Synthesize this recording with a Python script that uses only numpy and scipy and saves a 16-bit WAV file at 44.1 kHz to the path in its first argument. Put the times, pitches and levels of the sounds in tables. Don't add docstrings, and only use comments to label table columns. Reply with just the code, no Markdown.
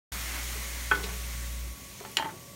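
import sys
import numpy as np
from scipy import signal
from scipy.fft import rfft, irfft, next_fast_len
from scipy.io import wavfile
from scipy.ndimage import uniform_filter1d, map_coordinates

SR = 44100
rng = np.random.default_rng(int(sys.argv[2]) if len(sys.argv) > 2 else 0)


def convert_level_to_amplitude(level_db):
    exponent = np.asarray(level_db, float) / 20
    return 10 ** exponent


def wav_out(sig):
    wavfile.write(sys.argv[1], SR, np.round(np.clip(np.atleast_2d(sig).T, -1, 1) * 32767).astype(np.int16))


N = 112454

# frequency [Hz], density [dB per Hz].
ROOM_SPECTRUM = [(18, -39), (30, -2.5), (64, -7), (114, -1.5), (483, -16.5), (561, -11.5), (809, -24.5),
                 (1110, -16), (1600, -43), (2080, -56), (3520, -120)]
# time [s], level [dB].
COMPRESSOR_LEVEL = [(0.14, -37), (0.6, -35), (0.64, -38), (0.76, -36), (1.65, -33), (1.73, -37.5),
                    (1.78, -64), (1.8, -51), (1.94, -50), (1.97, -81), (2.04, -55), (2.1, -82), (2.16, -59),
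                    (2.55, -76)]
# frequency [Hz], level [dB], blur [Hz].
APPLIANCE_TONES = [
    (120.8, -60.5, .05),
    (198.7, -60, 5.85),
    (558, -64.5, 1),
    (1127, -60.5, 9.16),
]
# time [s], vigour [dB].
BOIL_VIGOUR = [(.12, -39), (.55, -40), (.7, -41), (1.1, -42), (1.5, -44.5), (1.75, -48), (2.15, -48.5),
               (2.3, -50.5), (2.55, -51.5)]
# frequency [Hz], density [dB per Hz].
FOAM_SPECTRUM = [(290, -45), (500, -10), (868, -4.5), (1620, -3.5), (2100, 1), (2650, -6), (6800, -8),
                 (15100, -14), (16000, -12.5)]
# centre [Hz], width [Hz], boost [dB].
POT_HOLLOW = [(1178, 67, -1), (2080, 200, 1), (3400, 170, 0.5), (4100, 740, -2), (6800, 520, 0.5),
              (5000, 340, -3.5), (7600, 460, -2.5), (10150, 300, -6.5)]
# frequency [Hz], density [dB per Hz].
LIQUID_SPECTRUM = [(70, -22), (130, -6), (260, 3.5), (400, -4.5), (600, -24), (900, -62)]
# start [s], peak [dB], pitch [Hz], 60 dB decay [s].
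WOOD_THUDS = [(0.554, -36, 423, 0.054), (.914, -24.5, 400, 0.065), (.93, -36, 177, 0.23),
              (.93, -36, 492, 0.19), (0.916, -36.5, 295.5, 0.13), (1.001, -39, 105, 0.12),
              (1.049, -42, 178.6, 0.29), (1.037, -27.5, 429, 0.053), (2.001, -40, 192, 0.033),
              (2.005, -35.5, 392, 0.062), (2.173, -33, 367, 0.078), (2.202, -40, 287.4, 0.27),
              (2.24, -35.5, 169, 0.12), (2.25, -30, 363, 0.05)]
# start [s], peak [dB], centre [Hz], crack's 60 dB decay [s], ring [dB].
LIFT_KNOCKS = [
    (.9132, -21, 1320, 0.01, 7),
    (.921, -27, 1510, .07, -2),
    (.951, -29.5, 2600, 0.051, -11),
    (.968, -38.5, 1100, 0.074, -9.5),
    (.995, -35.5, 1090, 0.14, -14),
    (1.034, -35, 3400, .05, -10),
    (1.04, -28, 3260, 0.053, -10),
    (1.06, -42.5, 593, 0.22, -22),
    (1.088, -34, 1410, 0.047, -20),
]
# frequency [Hz], level [dB], 60 dB decay [s].
ENAMEL_MODES = [(400, -26, .08), (662, -11, 0.05), (858, -3.5, 0.05), (1040, -10, 0.064), (1174, -8, 0.073),
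                (1360, 5.5, 0.021), (1486, 0.5, 0.086), (1744, -7, 0.063), (2000, -15, 0.12),
                (2160, -7, 0.037), (2490, -1.5, 0.038), (2772, -31, 0.054), (3252, 0.5, 0.045),
                (4250, -21, .05)]
# start [s], peak [dB], centre [Hz], crack's 60 dB decay [s], ring [dB].
LANDING_KNOCKS = [(2.002, -32, 1800, .015, -27), (2.003, -35, 5000, 0.0089, -21),
                  (2.008, -37, 610, 0.07, -27), (2.038, -38, 700, 0.026, -27),
                  (2.0495, -30.5, 1030, .035, -12), (2.051, -35.5, 2800, 0.022, -18),
                  (2.116, -34, 10000, .006, -40), (2.1697, -7.5, 2480, 0.0089, -12),
                  (2.17, -21, 6340, 0.016, -32), (2.1701, -24, 13000, 0.009, -48),
                  (2.172, -25, 2500, 0.028, -41), (2.186, -23, 1850, 0.047, -4.5),
                  (2.198, -33, 825, .05, 5), (2.224, -27.5, 1310, 0.043, -7),
                  (2.245, -30.5, 1390, 0.087, -6.5), (2.259, -37.5, 870, .05, 4),
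                  (2.288, -37, 1110, 0.14, -25), (2.307, -42.5, 1760, 0.031, -11)]
# frequency [Hz], level [dB], 60 dB decay [s].
RIM_MODES = [(668, -12, 0.15), (885.4, 4.5, 0.08), (842, -16, 0.11), (1350, -9, 0.036), (1540, -5, 0.04),
             (1890, -8, 0.11), (2239, -13.5, 0.095), (2600, -6.5, 0.022), (2930, 2, 0.02),
             (3150, -11, 0.17), (3110, -20, 0.16), (4058, -10.5, 0.14), (5631, -2, 0.041),
             (7030, 10.5, 0.027)]
# frequency [Hz], 60 dB decay [s].
KITCHEN_DECAY = [(150, 0.93), (1000, 0.23), (3000, 0.16), (6000, 0.11), (12000, 0.082)]

START_S = .1205
ROOM_DB, WET_DB = -51.5, -8
HUM_HZ, HUM_WANDER_HZ, OCTAVE_DB, OCTAVE_PHASE = 59.33, 0.031, -22, 0.2
POPS_PER_S, POP_SPREAD_DB, POP_SHARE = 6000, 2.5, .2
BODY_DB, BODY_GROWS, BODY_HZ = -2.5, 1.83, 3240
RUMBLE_DB, RUMBLE_GROWS = -16, 1
REACH_OCTAVES, CRACK_OCTAVES = 0.94, 0.64
WOOD_ATTACK_S, STEEL_ATTACK_S = 0.0012, 0.00022


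def unit(x):
    return x / np.sqrt(np.mean(x ** 2) + 1e-20)


def along(points, hz):
    f, v = np.transpose(points)
    return np.interp(np.log(hz + 1), np.log(f + 1), v)


def curve(rows):
    s, v = np.transpose(rows)
    return np.interp(np.arange(N) / SR, s, v)


def wobble(rate):
    return map_coordinates(rng.standard_normal(400), [np.arange(N) * rate / SR])


def filtered(x, response):
    m = next_fast_len(N + SR // 2)
    return irfft(rfft(x, m) * response(np.fft.rfftfreq(m, 1 / SR)), m)[:N]


def patchy(patchy_db):
    z = signal.stft(rng.standard_normal(N), nperseg=512)[2]
    field = uniform_filter1d(rng.standard_normal(z.shape), 6, 0)
    field = uniform_filter1d(field, 12, 1)
    return unit(signal.istft(z * convert_level_to_amplitude(patchy_db * unit(field)), nperseg=512)[1][:N])


def room_tone():
    return convert_level_to_amplitude(ROOM_DB) * unit(filtered(patchy(0.5), lambda f: convert_level_to_amplitude(along(ROOM_SPECTRUM, f))))


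def compressor():
    turn = 2 * np.pi * np.cumsum(HUM_HZ + HUM_WANDER_HZ * wobble(4.3)) / SR
    wave = np.sin(turn) + convert_level_to_amplitude(OCTAVE_DB) * np.sin(2 * turn + OCTAVE_PHASE)
    return np.sqrt(2) * convert_level_to_amplitude(curve(COMPRESSOR_LEVEL)) * wave


def appliance_tones():
    out = np.zeros(N)
    for hz, db, blur_hz in APPLIANCE_TONES:
        level = np.sqrt(2) * convert_level_to_amplitude(db + 1.2 * wobble(8.85))
        out += level * np.sin(2 * np.pi * np.cumsum(hz + blur_hz * wobble(30)) / SR)
    return out


def boil():
    vigour_db = curve(BOIL_VIGOUR)
    peak_db = vigour_db.max()
    calm_db = vigour_db - peak_db

    def colour(f):
        hollow_db = sum(db * np.exp(-((f - hz) / width) ** 2) for hz, width, db in POT_HOLLOW)
        return convert_level_to_amplitude(along(FOAM_SPECTRUM, f) + hollow_db)

    def low(f):
        return 1 / np.sqrt(1 + (f / BODY_HZ) ** 4)

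    chance, sign, size = rng.random((3, N))
    pops = (chance < POPS_PER_S / SR) * np.sign(sign - .5) * convert_level_to_amplitude(-POP_SPREAD_DB * np.log(size + 0.024))
    burst = np.sqrt(POP_SHARE) * unit(pops) + np.sqrt(1 - POP_SHARE) * patchy(1.16)
    fizz = unit(filtered(burst, lambda f: colour(f) * np.sqrt(1 - low(f) ** 2)))
    body = unit(filtered(patchy(-2.1), lambda f: colour(f) * low(f)))
    rumble = unit(filtered(patchy(2.5), lambda f: convert_level_to_amplitude(along(LIQUID_SPECTRUM, f))))

    fizz *= convert_level_to_amplitude(vigour_db + 1.45 + 0.13 * wobble(10.2))
    body *= convert_level_to_amplitude(peak_db + BODY_DB + BODY_GROWS * calm_db + .4 * wobble(9.1))
    rumble *= convert_level_to_amplitude(peak_db + RUMBLE_DB + RUMBLE_GROWS * calm_db)
    return fizz + body + rumble


def thuds():
    out, t = np.zeros(N + SR), np.arange(SR // 2) / SR
    for s, db, hz, t60 in WOOD_THUDS:
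        envelope = convert_level_to_amplitude(db - 60 * t / t60) * (1 - np.exp(-t / 0.0025))
        out[round(s * SR):][:len(t)] += envelope * np.sin(2 * np.pi * hz * t)
    return out[:N]


def knocks(contacts, modes, attack_s):
    out, t = np.zeros(N + SR), np.arange(SR // 2) / SR
    for s, db, centre_hz, crack_t60, ring_db in contacts:
        ring = np.zeros(len(t))
        for hz, level_db, t60 in modes:
            reach_db = -6 * (np.log2(hz / centre_hz) / REACH_OCTAVES) ** 2
            mode_db = level_db + reach_db + rng.standard_normal()
            ring += convert_level_to_amplitude(mode_db - 60 * t / t60) * np.sin(2 * np.pi * hz * t)
        ring *= convert_level_to_amplitude(ring_db) * (1 - np.exp(-t / attack_s))
        edges = centre_hz * 2 ** np.array([-CRACK_OCTAVES, CRACK_OCTAVES])
        edges = np.clip(edges, 50, SR / 2.2)
        band = signal.lfilter(*signal.butter(2, edges, "band", fs=SR), rng.standard_normal(len(t)))
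        crack = 0.56 * unit(band) * convert_level_to_amplitude(-60 * t / crack_t60)
        out[round(s * SR):][:len(t)] += convert_level_to_amplitude(db) * (ring + crack)
    return out[:N]


def kitchen(x):
    hz, t, z = signal.stft(rng.standard_normal(SR // 2), SR, nperseg=256)
    decay = convert_level_to_amplitude(-60 * t / along(KITCHEN_DECAY, hz)[:, None])
    tail = signal.istft(z * decay, SR, nperseg=256)[1]
    late = np.pad(x, (150, 0))
    return signal.fftconvolve(late, tail / np.linalg.norm(tail))[:N]


def scene():
    background = room_tone() + compressor() + appliance_tones()
    lift = knocks(LIFT_KNOCKS, ENAMEL_MODES, WOOD_ATTACK_S)
    land = knocks(LANDING_KNOCKS, RIM_MODES, STEEL_ATTACK_S) + thuds()
    answer = convert_level_to_amplitude(WET_DB) * (kitchen(lift) + kitchen(land))
    mono = background + boil() + lift + land + answer
    return np.array([mono, mono])


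def roll_off(x):
    return signal.sosfilt(signal.butter(12, 16860, fs=SR, output="sos"), x)


def record(dry):
    t = np.arange(N)
    opened = dry[0] * (t > START_S * SR)
    mono = filtered(opened, lambda f: (f < 15800) * f ** 2 / (f ** 2 + 35 ** 2))
    mono = mono * (t > (START_S - .003) * SR)
    return roll_off(np.array([mono, mono]))


dry = scene()
out = record(dry)
wav_out(out)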